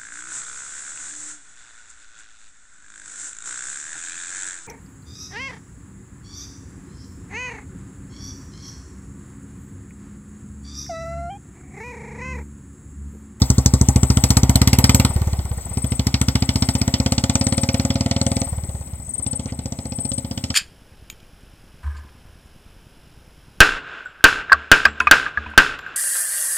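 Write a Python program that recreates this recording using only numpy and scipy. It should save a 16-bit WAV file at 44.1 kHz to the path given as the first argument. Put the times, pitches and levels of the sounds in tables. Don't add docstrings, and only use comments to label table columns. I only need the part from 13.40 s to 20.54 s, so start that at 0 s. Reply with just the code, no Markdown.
import sys
import numpy as np
from scipy import signal
from scipy.fft import rfft, irfft, next_fast_len
from scipy.io import wavfile

SR = 44100
rng = np.random.default_rng(int(sys.argv[2]) if len(sys.argv) > 2 else 0)


def wav_out(sig):
    wavfile.write(sys.argv[1], SR, np.round(np.clip(np.atleast_2d(sig).T, -1, 1) * 32767).astype(np.int16))


def volts(x):
    e = np.asarray(x, float) / 20
    return 10 ** e


N = 314874

# pressure trough t/s, thump level/dB, crack level/dB, bright edge level/dB
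FIRINGS = [(0.0211, -2.1, -20.5, -28.3), (0.105, -1.9, -24.3, -20.4), (0.1851, -1.7, -28.7, -19.6),
           (0.2635, -1.9, -22.8, -16.9), (0.3405, -0.8, -23.8, -19.9), (0.4156, -1.5, -28.6, -18.4),
           (0.4898, -1.6, -34.7, -17.8), (0.563, -1.4, -31.6, -19.4), (0.6345, -2.5, -30.6, -21.0),
           (0.7048, -2.2, -28.0, -21.4), (0.7738, -2.9, -29.2, -21.3), (0.8414, -2.7, -23.3, -15.8),
           (0.9078, -2.6, -22.8, -17.8), (0.9727, -1.3, -24.8, -17.3), (1.0358, -1.3, -30.3, -23.3),
           (1.0981, -1.4, -28.4, -21.4), (1.1595, -2.0, -24.8, -17.8), (1.2192, -1.0, -21.9, -20.7),
           (1.2772, -1.8, -22.7, -16.2), (1.3339, -2.1, -21.0, -20.6), (1.3894, -1.2, -23.9, -18.1),
           (1.444, -1.0, -21.1, -19.7), (1.4972, -1.6, -17.1, -21.4), (1.5494, -0.8, -23.6, -19.3),
           (1.601, -2.1, -21.9, -21.8), (1.6519, -3.5, -24.0, -23.5), (1.7061, -13.0, -50.0, -51.4),
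           (1.7653, -6.7, -44.4, -44.3), (1.8203, -7.9, -42.2, -44.1), (1.8767, -8.8, -49.8, -42.8),
           (1.9347, -9.7, -43.1, -36.8), (1.9937, -11.3, -44.8, -53.8), (2.0558, -15.7, -50.9, -44.1),
           (2.1175, -12.5, -48.5, -46.3), (2.1803, -17.9, -60, -69.0), (2.2639, -20.9, -60, -53.0),
           (2.3159, -18.1, -60, -58.4), (2.3751, -10.3, -38.9, -43.2), (2.4461, -9.0, -37.8, -38.5),
           (2.5228, -9.0, -33.6, -42.6), (2.598, -6.9, -31.3, -33.1), (2.6715, -6.3, -27.5, -26.0),
           (2.745, -5.8, -24.5, -33.4), (2.8169, -6.0, -26.1, -23.9), (2.887, -5.2, -26.2, -28.7),
           (2.9573, -4.8, -23.1, -29.2), (3.0259, -5.7, -26.9, -30.3), (3.0937, -6.0, -24.0, -32.6),
           (3.1602, -6.0, -26.1, -28.2), (3.2259, -5.5, -23.4, -32.4), (3.291, -6.3, -28.0, -27.5),
           (3.355, -6.8, -30.4, -32.4), (3.4183, -6.5, -28.2, -29.8), (3.4811, -6.0, -29.0, -26.1),
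           (3.5428, -6.5, -26.5, -31.1), (3.6039, -5.6, -30.9, -28.1), (3.6644, -6.4, -26.3, -28.3),
           (3.7241, -6.4, -25.1, -20.6), (3.7833, -7.0, -25.9, -26.6), (3.8417, -6.5, -26.6, -25.1),
           (3.8996, -6.4, -27.9, -23.6), (3.9573, -6.4, -27.1, -20.1), (4.0144, -6.8, -27.6, -25.7),
           (4.0707, -7.0, -29.0, -24.5), (4.1269, -7.3, -28.3, -32.3), (4.1822, -7.3, -27.6, -28.0),
           (4.2371, -7.4, -27.5, -25.7), (4.292, -7.3, -26.1, -35.1), (4.3463, -7.0, -26.3, -29.2),
           (4.4, -7.6, -29.5, -32.0), (4.4534, -7.7, -31.8, -29.0), (4.5064, -7.6, -28.9, -29.6),
           (4.5591, -7.9, -31.1, -35.5), (4.6115, -7.8, -28.7, -33.2), (4.6637, -7.5, -32.7, -32.1),
           (4.7152, -8.4, -27.4, -28.9), (4.7666, -8.2, -30.5, -38.9), (4.8175, -7.8, -31.7, -26.7),
           (4.8685, -7.5, -31.8, -24.8), (4.9193, -8.9, -32.9, -33.8), (4.9694, -8.7, -31.8, -31.8),
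           (5.0194, -10.0, -34.4, -30.8), (5.073, -20.4, -51.6, -60.6), (5.1305, -14.6, -54.4, -63.4),
           (5.1845, -15.2, -51.2, -60.2), (5.2396, -17.3, -47.9, -56.9), (5.2947, -17.6, -50.5, -59.5),
           (5.3528, -18.1, -53.2, -56.9), (5.4127, -21.0, -60, -54.7), (5.4775, -27.7, -60, -53.0),
           (5.5378, -20.3, -55.7, -50.1), (5.6018, -24.2, -60, -53.0), (5.6854, -27.7, -60, -60.8),
           (5.7544, -31.5, -60, -53.0), (5.7987, -21.9, -54.7, -47.7), (5.8674, -14.9, -38.5, -40.7),
           (5.9341, -15.8, -39.2, -39.9), (5.9985, -15.7, -39.8, -39.0), (6.0606, -16.1, -46.5, -42.5),
           (6.1251, -16.6, -47.6, -48.8), (6.1932, -16.3, -41.0, -40.3), (6.26, -15.3, -41.1, -34.2),
           (6.3256, -16.8, -42.1, -38.7), (6.3914, -17.2, -39.6, -43.4), (6.4583, -16.3, -40.8, -41.7),
           (6.5241, -16.5, -39.6, -42.0), (6.5895, -16.0, -39.9, -44.6), (6.6549, -15.6, -39.5, -46.4),
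           (6.72, -15.2, -36.1, -38.0), (6.7844, -15.0, -38.0, -37.8), (6.8501, -16.2, -42.7, -48.4),
           (6.9146, -15.5, -35.3, -43.2), (6.9789, -15.4, -32.9, -35.5), (7.0425, -14.2, -31.5, -31.7),
           (7.1061, -13.8, -30.8, -37.9)]
# from t/s, to t/s
COASTING = [
    (1.68, 2.34),
    (5.05, 5.78),
]
# t/s, heat (0-1)
HEAT = [(0, 0.12), (.7, 0.14), (1.6, 0.48), (2.4, 0.24), (3.3, 0.67), (4.2, .9), (5, 0.83), (5.8, 0.54),
        (7.14, 0.88)]
# f/Hz, signed height, t60/s
COOL_MODES = [(65.1, -0.69, .14), (129.7, 0.5, .13), (205, 1.06, 0.032), (230, 0.33, 0.055),
              (257.8, 0.295, 0.18), (321, 0.19, 0.087)]
# f/Hz, signed height, t60/s
HOT_MODES = [(75.3, -0.45, 0.085), (134.4, 0.37, 0.096), (219, 0.23, 0.019), (238, 1, 0.067),
             (262, 0.38, 0.21), (337, 0.18, 0.089)]
# f/Hz, signed height, t60/s
SHUT_MODES = [(63, -0.71, 0.17), (118, 0.92, 0.046), (215, 0.84, 0.033), (248, 0.72, 0.065)]
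# t/s, rasp level/dB, clatter level/dB, chamber level/dB, treble loss/(dB per 400 Hz above
# 8.5 kHz)
RIDE = [(0, -34.5, -45.5, -22.5, 1), (.6, -34, -47.5, -21, 1), (1.1, -29.5, -43.5, -23.5, -0.3),
        (1.66, -29.5, -44, -17, -0.7), (1.72, -35, -44, -20, -1.4), (2.1, -40.5, -52, -24, 1.3),
        (2.35, -42, -50, -20, -0.9), (2.7, -38, -48, -20, 0), (3.3, -37, -46.5, -20, 0.1),
        (4.0, -36.5, -48.5, -16, 1.8), (4.6, -39.5, -46.5, -17, 1), (5.04, -43.5, -46.5, -12.5, 8),
        (5.12, -42, -54.5, -21, 4), (5.7, -56, -69, -15, 4), (5.9, -43.5, -59, -14, 1.5),
        (6.5, -53.5, -63, -14, 0.9), (7.14, -49, -56, -19, 1)]
# f/Hz, level/dB per Hz
CRACK_SPECTRUM = [(900, -10), (1300, -0.5), (1800, -3), (2400, 0), (3000, 4.5), (4200, -0.5), (5200, 7),
                  (6200, -1), (7600, -18.5), (9500, -8), (12000, -1.5), (16000, -24.5)]
# f/Hz, level/dB
SHELL_MODES = [(2420, -5.5), (3050, -2), (4280, 4.5), (6070, 2), (7850, -19)]
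# f/Hz, level/dB per Hz
RASP_SPECTRUM = [(300, 0.5), (400, -0.5), (450, -12), (520, -1.5), (900, 1.5), (1300, -13), (1700, -8)]
# f/Hz, cool level/dB, hot level/dB, t60/s
CHAMBER_MODES = [(392.3, 3.5, -14, 0.074), (507.4, -7, -4.5, 0.096), (541.2, -12, -0.5, 0.17),
                 (674.6, -19, -3, 0.14), (791.5, -21, -7.5, 0.13), (851, -8, -11, 0.16),
                 (1161, -1.5, -33, 0.073), (1417, -5.5, -29, 0.033)]
# f/Hz, level/dB per Hz
CLATTER_SPECTRUM = [(900, -1.5), (1800, -3.5), (2500, -0.5), (4200, -1.5), (5800, 0.5), (7600, -9.5),
                    (10500, -15), (13000, -9), (16000, -14)]
# first chirp t/s, chirps, level/dB
PHRASES = [(0.62, 7, -25), (1.468, 7, -24), (2.329, 6, -21.5), (3.158, 6, -24), (3.991, 6, -18),
           (4.821, 7, -21), (5.689, 7, -17), (6.555, 6, -17.5)]
# t/s, level/dB
BUZZ = [(0.0, -43), (0.3, -50), (0.85, -44), (1.45, -68), (1.65, -49), (2.78, -53), (3.38, -48),
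        (3.74, -52), (4.49, -49.5), (4.73, -62), (4.87, -53), (5.11, -50), (5.37, -55), (5.51, -54.5),
        (6.03, -62), (6.98, -52.5), (7.14, -65)]
# t/s, level/dB, length/s
RUSTLES = [
    (6.095, -43, .014),
    (4.148, -37, .002),
    (5.425, -50, .004),
]
# f/Hz, level/dB per Hz
NIGHT_SPECTRUM = [(40, 0), (75, 6), (170, -2), (240, -2), (330, -14), (700, -19), (1100, -26), (2300, -28),
                  (4500, -33), (6500, -30), (8300, -34), (10600, -44), (13000, -44), (16000, -46)]
# f/Hz, left minus right level/dB
PORT_BALANCE = [(60, 0), (1650, 0), (2100, 7), (2800, -16), (3500, -3), (4500, -7), (5400, 2), (6200, -6),
                (7000, 4), (8050, 21), (9000, 3), (10000, -15), (16000, -20)]
# f/Hz, left lead/rad
PORT_PHASE = [(0, 0), (900, -.3), (1400, -.6), (1650, -3.1), (2100, -5.2), (2700, -5.2), (3500, -4.8),
              (5200, -3.4), (6500, -2), (7800, -1), (8600, -3), (16000, -6)]

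FIRING_S, THUMP_DB, CRACK_DB, EDGE_DB = np.transpose(FIRINGS)
TRILL_START_S, TRILL_EVERY_S, TRILL_LENGTH_S = 0.0, 0.3512, 0.17


def rms_one(x):
    return x / np.sqrt(np.mean(x ** 2) + 1e-20)


def curves_at(rows, seconds):
    s, *columns = np.transpose(rows)
    return [np.interp(seconds, s, column) for column in columns]


def in_time(rows):
    return curves_at(rows, np.arange(N) / SR)


def at_firings(rows):
    return curves_at(rows, FIRING_S)


def at_hz(points, hz):
    f, level_db = np.transpose(points)
    return np.interp(np.log(hz), np.log(f), level_db)


def band(x, low_hz, high_hz):
    return signal.sosfilt(signal.butter(2, [low_hz, high_hz], "band", fs=SR, output="sos"), x)


def ring(x, hz, t60):
    r, w = volts(-60 / (t60 * SR)), 2 * np.pi * hz / SR
    return signal.lfilter([0, np.sin(w)], [1, -2 * r * np.cos(w), r * r], x + 1e-18)


def clicks(seconds, heights):
    out = np.zeros(N)
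    places = np.round(np.asarray(seconds) * SR).astype(int)
    out[np.clip(places, 0, N - 1)] = heights
    return out


def dying(x, rise_s, t60):
    r, q = volts(-60 / (t60 * SR)), np.exp(-1 / (rise_s * SR))
    decay = signal.lfilter([1], [1, -r], x + 1e-18)
    return signal.lfilter([1 - q], [1, -q], decay)


def coloured(spectrum, scatter_db, envelope, firing_db=lambda hz: 0):
    cycle = np.clip(np.searchsorted(FIRING_S * SR - 300, np.arange(N)) - 1, 0, None)
    lowest, highest = spectrum[0][0], spectrum[-1][0]
    edges = lowest * 2 ** np.arange(0, np.log2(highest / lowest) + 0.2, 1 / 3)
    white = rng.standard_normal((2, N)) * envelope
    chance = rng.standard_normal((len(FIRINGS), 40))
    out, power = 0, 0
    for k, (low, high) in enumerate(zip(edges, edges[1:])):
        hz = np.sqrt(low * high)
        gain = volts(at_hz(spectrum, hz))
        per_firing = volts(firing_db(hz) + scatter_db * chance[:, k])
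        out = out + gain * per_firing[cycle] * band(white[k % 2], low, high)
        power += gain ** 2 * (high - low) * 2 / SR
    return out / np.sqrt(power)


def thump():
    shut = sum((FIRING_S > start) & (FIRING_S < end) for start, end in COASTING)
    heat = at_firings(HEAT)[0]
    driven = volts(THUMP_DB) * (1 - shut)
    cool = pipe(driven * (1 - heat), COOL_MODES, lead_s=0.0031, width_s=0.00076, direct=0.3)
    hot = pipe(driven * heat, HOT_MODES, lead_s=0.0034, width_s=0.00074, direct=0.08)
    coasting = pipe(volts(THUMP_DB) * shut, SHUT_MODES, lead_s=0.0042, width_s=0.0014, direct=0.82)
    return cool + hot + coasting


def pipe(heights, modes, lead_s, width_s, direct):
    slug = np.exp(-0.5 * (np.arange(-400, 401) / SR / width_s) ** 2)
    flow = signal.fftconvolve(clicks(FIRING_S - lead_s, heights), slug, "same")
    ringing = sum(h * ring(flow, hz, t60) for hz, h, t60 in modes)
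    return direct * flow + ringing / slug.sum()


def crack():
    s = FIRING_S - 0.0031
    fronts = clicks(s, 0.98)
    burst, tail = dying(fronts, 0.0004, 0.015), dying(fronts, 0.0016, 0.11)
    envelope = volts(8.5) * burst + volts(-4) * tail
    chance = rng.standard_normal((len(s), 2 * len(SHELL_MODES)))
    pings = np.zeros(N)
    for k, (hz, db) in enumerate(SHELL_MODES):
        times = s + 0.00016 * chance[:, 2 * k]
        blows = volts(front_db(hz) + db + 5.24 * chance[:, 2 * k + 1])
        pings += ring(clicks(times, blows), hz, 0.017)
    return coloured(CRACK_SPECTRUM, 3.0, envelope, front_db) + volts(1.5) * pings


def front_db(hz):
    loss = max(hz - 8500, 0) / 400
    loss = loss + 5.5 * (hz < 2600) * (FIRING_S > 5.5)
    loss = loss + 60 * (hz < 3700) * (FIRING_S < 0.45)
    return (CRACK_DB if hz < 5500 else EDGE_DB) - at_firings(RIDE)[3] * loss


def rasp():
    gate = rms_one(0.16 + dying(clicks(FIRING_S - 0.0035, 1), 0.0014, 0.079))
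    return volts(in_time(RIDE)[0] - 2) * coloured(RASP_SPECTRUM, 1.2, gate)


def chambers():
    heat, song_db = at_firings(HEAT)[0], at_firings(RIDE)[2]
    chance = rng.standard_normal((len(FIRINGS), 2 * len(CHAMBER_MODES)))
    out = np.zeros(N)
    for k, (hz, cool_db, hot_db, t60) in enumerate(CHAMBER_MODES):
        mode_db = cool_db + heat * (hot_db - cool_db) + 2.0 * chance[:, 2 * k]
        blows = volts(THUMP_DB + song_db + mode_db) * (-1) ** k
        times = FIRING_S - 0.003 + 0.00015 * chance[:, 2 * k + 1]
        out += ring(clicks(times, blows * (1 - heat)), hz * 0.96, t60)
        out += ring(clicks(times, blows * heat), hz * 1.01, t60)
    return out


def engine_clatter():
    return volts(in_time(RIDE)[1] + 4.5) * coloured(CLATTER_SPECTRUM, 2.1, 0.73)


def crickets():
    times = [s + 0.0437 * k + 0.0027 * (k > 0) for s, count, db in PHRASES for k in range(count)]
    levels = [db + 7 - 4.2 * (k == 0) for s, count, db in PHRASES for k in range(count)]
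    out = signal.fftconvolve(clicks(times, volts(levels)), chirp(8478, 850, 0.026))[:N]
    for pitch, pace, phrase, start, far in rng.random((12, 5)):
        s = np.arange(start * 0.04, N / SR, 0.041 + 0.008 * pace)
        swell = np.sin(2 * np.pi * (s / (0.7 + 0.5 * phrase) + start))
        singing = np.clip(0.2 + 1.5 * swell, 0.05, 1)
        strokes = clicks(s, volts(-27 - 9.5 * far) * singing)
        out += signal.fftconvolve(strokes, chirp(7950 + 900 * pitch, 480, 0.024))[:N]
    hiss = rms_one(band(rng.standard_normal(N), 10000, 11100))
    return out + volts(-42) * hiss


def chirp(start_hz, fall_hz, length_s):
    u = np.arange(round(length_s * SR)) / (length_s * SR)
    slide = 2 * np.clip(u - 0.45, 0, 1) ** 1.4
    hz = start_hz - 0.12 * fall_hz * u - fall_hz * slide
    catch = 1 - 0.7 * np.exp(-((u - 0.62) / 0.05) ** 2)
    shape = np.sin(np.pi * u ** 0.6) * catch * volts(-10 * u)
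    return shape * np.sin(2 * np.pi * np.cumsum(hz) / SR)


def trills():
    t = np.arange(N) / SR
    phase = np.clip((t - TRILL_START_S) % TRILL_EVERY_S / TRILL_LENGTH_S, 0, 1)
    burst = np.clip(2 * np.sin(np.pi * phase), 0, 1)
    low_pulses = 0.15 + np.cos(np.pi * 140 * t) ** 2
    high_pulses = 0.35 + np.cos(np.pi * 105 * t) ** 6
    low = band(rng.standard_normal(N) * burst * low_pulses, 6300, 7700)
    high = band(rng.standard_normal(N) * high_pulses, 12000, 16000)
    buzz = volts(in_time(BUZZ)[0] + 3) * rms_one(high)
    return volts(-54.5) * rms_one(low) + buzz


def rustles():
    t = np.arange(N) / SR
    swell = sum(volts(db) * np.exp(-0.5 * ((t - s) / length) ** 2) for s, db, length in RUSTLES)
    return swell * rms_one(band(rng.standard_normal(N), 1500, 3600))


def night_air():
    return volts(-40.5) * coloured(NIGHT_SPECTRUM, 2.3, 1)


def ports(shared, left_only, right_only):
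    size = next_fast_len(N)
    hz = np.arange(size // 2 + 1) * SR / size + 1
    phase = np.interp(hz, *np.transpose(PORT_PHASE))
    response = volts(at_hz(PORT_BALANCE, hz)) * np.exp(1j * phase)
    left = irfft(rfft(shared + left_only, size) * response, size)[:N]
    return np.array([left, shared + right_only])


def scene():
    low, clatter = thump(), engine_clatter()
    engine = volts(3) * crack() + clatter + rasp() + chambers()
    air = night_air()
    scattered = volts(-2) * band(crack() + volts(-3) * np.roll(clatter, 5000), 600, 16000)
    left_air, right_air = (volts(-2) * band(np.roll(air, lag), 300, 16000) for lag in (9000, 20000))
    shared = engine + air + rustles() + volts(-16.5) * crickets()
    heard = ports(shared, scattered + left_air, right_air + trills())
    return heard + np.array([np.roll(low, -4), low])


def low_pass(x):
    return signal.sosfilt(signal.butter(12, 16460, fs=SR, output="sos"), x)


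def record(dry):
    x = signal.sosfilt(signal.butter(2, 40, "high", fs=SR, output="sos"), dry)
    mix = np.clip(x, -1, 1)
    return low_pass(mix)


dry = scene()
out = record(dry)
wav_out(out)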